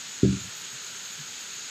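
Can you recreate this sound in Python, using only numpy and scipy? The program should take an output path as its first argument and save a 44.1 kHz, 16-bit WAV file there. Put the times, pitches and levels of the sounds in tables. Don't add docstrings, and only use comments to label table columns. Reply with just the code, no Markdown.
import sys
import numpy as np
from scipy import signal
from scipy.fft import irfft
from scipy.io import wavfile

SR = 44100
rng = np.random.default_rng(int(sys.argv[2]) if len(sys.argv) > 2 else 0)


def digitize_waveform(pressure):
    field = np.atleast_2d(pressure).T
    bounded = np.clip(field, -1, 1)
    quanta = np.round(bounded * 32767).astype(np.int16)
    wavfile.write(sys.argv[1], SR, quanta)


N = 74970
T = np.arange(N) / SR

# time in seconds, strength in dB, contact time in seconds.
PUSHES = [(.233, 3, 0.00078), (.2526, -12, 0.00049), (.327, -14, 0.00092), (.372, -19, 0.00072)]
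# pitch in Hz, level in dB, seconds to fade by 60 dB.
BODY_TONES = [(81, -29, 2.2), (96.2, -46, .8), (127.4, -17.5, 0.43), (167, -29, 0.45), (194.7, -16.5, 0.63),
              (246, -14, 0.094), (268.2, -27.5, 0.78), (285.6, -12, 0.33), (327.6, -11.5, 0.27),
              (381, -3.5, 0.3), (385, -35, .84), (439, -20, 0.18), (520, -18, .12), (622, -17, .12)]
# frequency in Hz, relative level in dB.
RUMBLE_COLOUR = [(40, -21), (70, -1), (130, 3), (200, 2.5), (250, -16), (320, -17.5), (500, -63)]
# time of the peak in seconds, level in dB, pitch in Hz, swell in seconds.
FAINT_BUMPS = [(.748, -48.5, 134, .025), (.965, -49, 410, 0.0093), (1.207, -41.5, 148, .022),
               (1.455, -57, 132, 0.017)]
# frequency in Hz, relative level in dB.
WATER_COLOUR = [(30, -23), (65, -17), (125, -5.5), (200, -4), (340, -10.5), (420, -6), (530, -10.5),
                (700, -12), (900, -8), (1150, -8), (1370, 0), (1580, -1), (2030, -4), (2500, -1.5),
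                (3400, 0), (4200, 0.5), (5200, -4), (6150, -4.5), (7500, -9), (7680, -0.5), (8050, -8),
                (8650, -13), (9150, -23.5), (9800, -28), (10900, -27.5), (11350, -31), (12000, -37),
                (15500, -39)]
# frequency in Hz, relative level in dB.
INSECT_COLOUR = [(6050, -54), (6220, -42), (6340, 2), (6600, 1.5), (6930, 0), (7200, -1), (7400, -12.5),
                 (7600, -34.5)]
# time in seconds, level in dB.
INSECT_SWELLS = [(0, -41), (.04, -44.5), (.18, -40.5), (.22, -44.5), (.34, -42), (.44, -41), (.48, -46),
                 (.6, -41.5), (.68, -43.5), (.87, -43), (.93, -45), (.98, -41.5), (1.07, -43),
                 (1.26, -44.5), (1.31, -41.5), (1.46, -43.5), (1.58, -41), (1.7, -42.5)]
# frequency in Hz, relative level in dB.
HIGH_HISS_COLOUR = [(8800, -34), (9600, -6.5), (10900, -8), (11350, -14), (11700, -7), (12100, 0),
                    (12600, 1), (13300, -4), (14300, -7.5), (15500, -12)]
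# time in seconds, level in dB.
HIGH_HISS_LEVEL = [(0, -62.5), (.19, -60.5), (.26, -69), (.36, -73), (.41, -60), (.54, -61), (.565, -52.5),
                   (.64, -59), (.74, -59.5), (.8, -66), (.84, -59.5), (1.16, -60.5), (1.3, -62),
                   (1.41, -57.5), (1.5, -60.5), (1.7, -62)]


def thump():
    damped_at_s, fade_db_per_s = 0.34, 290
    force = sum(soft_push(*row) for row in PUSHES)
    boom = sum(from_db(db) * ring(force, hz, fade_s) for hz, db, fade_s in BODY_TONES)
    damping = from_db(-fade_db_per_s * np.maximum(T - damped_at_s, 0))
    bass_cut = signal.butter(4, 78, "high", fs=SR, output="sos")
    return signal.sosfilt(bass_cut, boom * damping)


def soft_push(time_s, db, contact_s):
    push = np.exp(-.5 * ((T - time_s) / contact_s) ** 2)
    return -from_db(db) * push / (push.sum() + 1e-20)


def ring(force, hz, fade_s):
    shrink = from_db(-60 / (fade_s * SR))
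    angle = 2 * np.pi * hz / SR
    return signal.lfilter([.5, 0, -.5], [1, -2 * shrink * np.cos(angle), shrink ** 2], force + 1e-18)


def rumble():
    rise_s, fade_s = 0.058, 0.86
    hush_at_s, hush_db_per_s = 0.492, 600
    age = np.maximum(T - PUSHES[0][0], 0)
    tail = np.minimum(age / rise_s, 1) * from_db(-60 * age / fade_s)
    level_db = -31 - hush_db_per_s * np.maximum(T - hush_at_s, 0)
    return from_db(level_db) * tail * noise(RUMBLE_COLOUR)


def faint_bumps():
    overtone_ratio, overtone_db = 1.625, -12.5
    bumps = np.zeros(N)
    for peak_s, db, hz, swell_s in FAINT_BUMPS:
        phase = 2 * np.pi * (hz * (T - peak_s) + rng.random())
        tone = np.sin(phase) + from_db(overtone_db) * np.sin(overtone_ratio * phase)
        swell = np.exp(-((T - peak_s) / swell_s) ** 2)
        bumps += from_db(db) * swell * tone
    return bumps


def water():
    splits_hz = np.geomspace(200, 9000, 14)
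    return from_db(-41) * noise(WATER_COLOUR, splits_hz, flicker_db=.5, per_second=6.5)


def insects():
    splits_hz = np.linspace(6450, 7200, 5)
    swell_db = np.interp(T, *np.transpose(INSECT_SWELLS))
    rasp_db = 0.9 * drift(per_second=150)
    return from_db(swell_db + rasp_db) * noise(INSECT_COLOUR, splits_hz, flicker_db=1.3, per_second=22)


def high_hiss():
    level_db = np.interp(T, *np.transpose(HIGH_HISS_LEVEL))
    return from_db(level_db) * noise(HIGH_HISS_COLOUR, splits_hz=[11500], flicker_db=1.5, per_second=14)


def noise(colour, splits_hz=(), flicker_db=0, per_second=1):
    hz = np.maximum(np.arange(N // 2 + 1) * SR / N, 1)
    points_hz, points_db = np.transpose(colour)
    gains = from_db(np.interp(np.log(hz), np.log(points_hz), points_db))
    spectrum = gains * np.exp(2j * np.pi * rng.random(len(hz)))
    band = np.searchsorted(splits_hz, hz)
    sound = np.zeros(N)
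    for k in range(len(splits_hz) + 1):
        flicker = from_db(flicker_db * drift(per_second))
        sound += irfft(spectrum * (band == k), N) * flicker
    return size_one(sound)


def drift(per_second):
    step, warm_up = 40, 2000
    memory = np.exp(-2 * np.pi * step * per_second / SR)
    jitter = rng.standard_normal(N // step + warm_up + 2)
    slow = signal.lfilter([1], [1, -2 * memory, memory ** 2], jitter)[warm_up:]
    return np.interp(np.arange(N) / step, np.arange(len(slow)), size_one(slow - slow.mean()))


def size_one(x):
    return x / np.sqrt(np.mean(x ** 2) + 1e-20)


def from_db(db):
    return 10 ** (np.asarray(db) / 20)


def scene():
    background = water() + insects() + high_hiss()
    return np.tile(background + thump() + rumble() + faint_bumps(), (2, 1))


def record(dry):
    treble_cut = signal.ellip(12, .1, 80, 15500, fs=SR, output="sos")
    return signal.sosfilt(treble_cut, dry)


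dry = scene()
out = record(dry)
digitize_waveform(out)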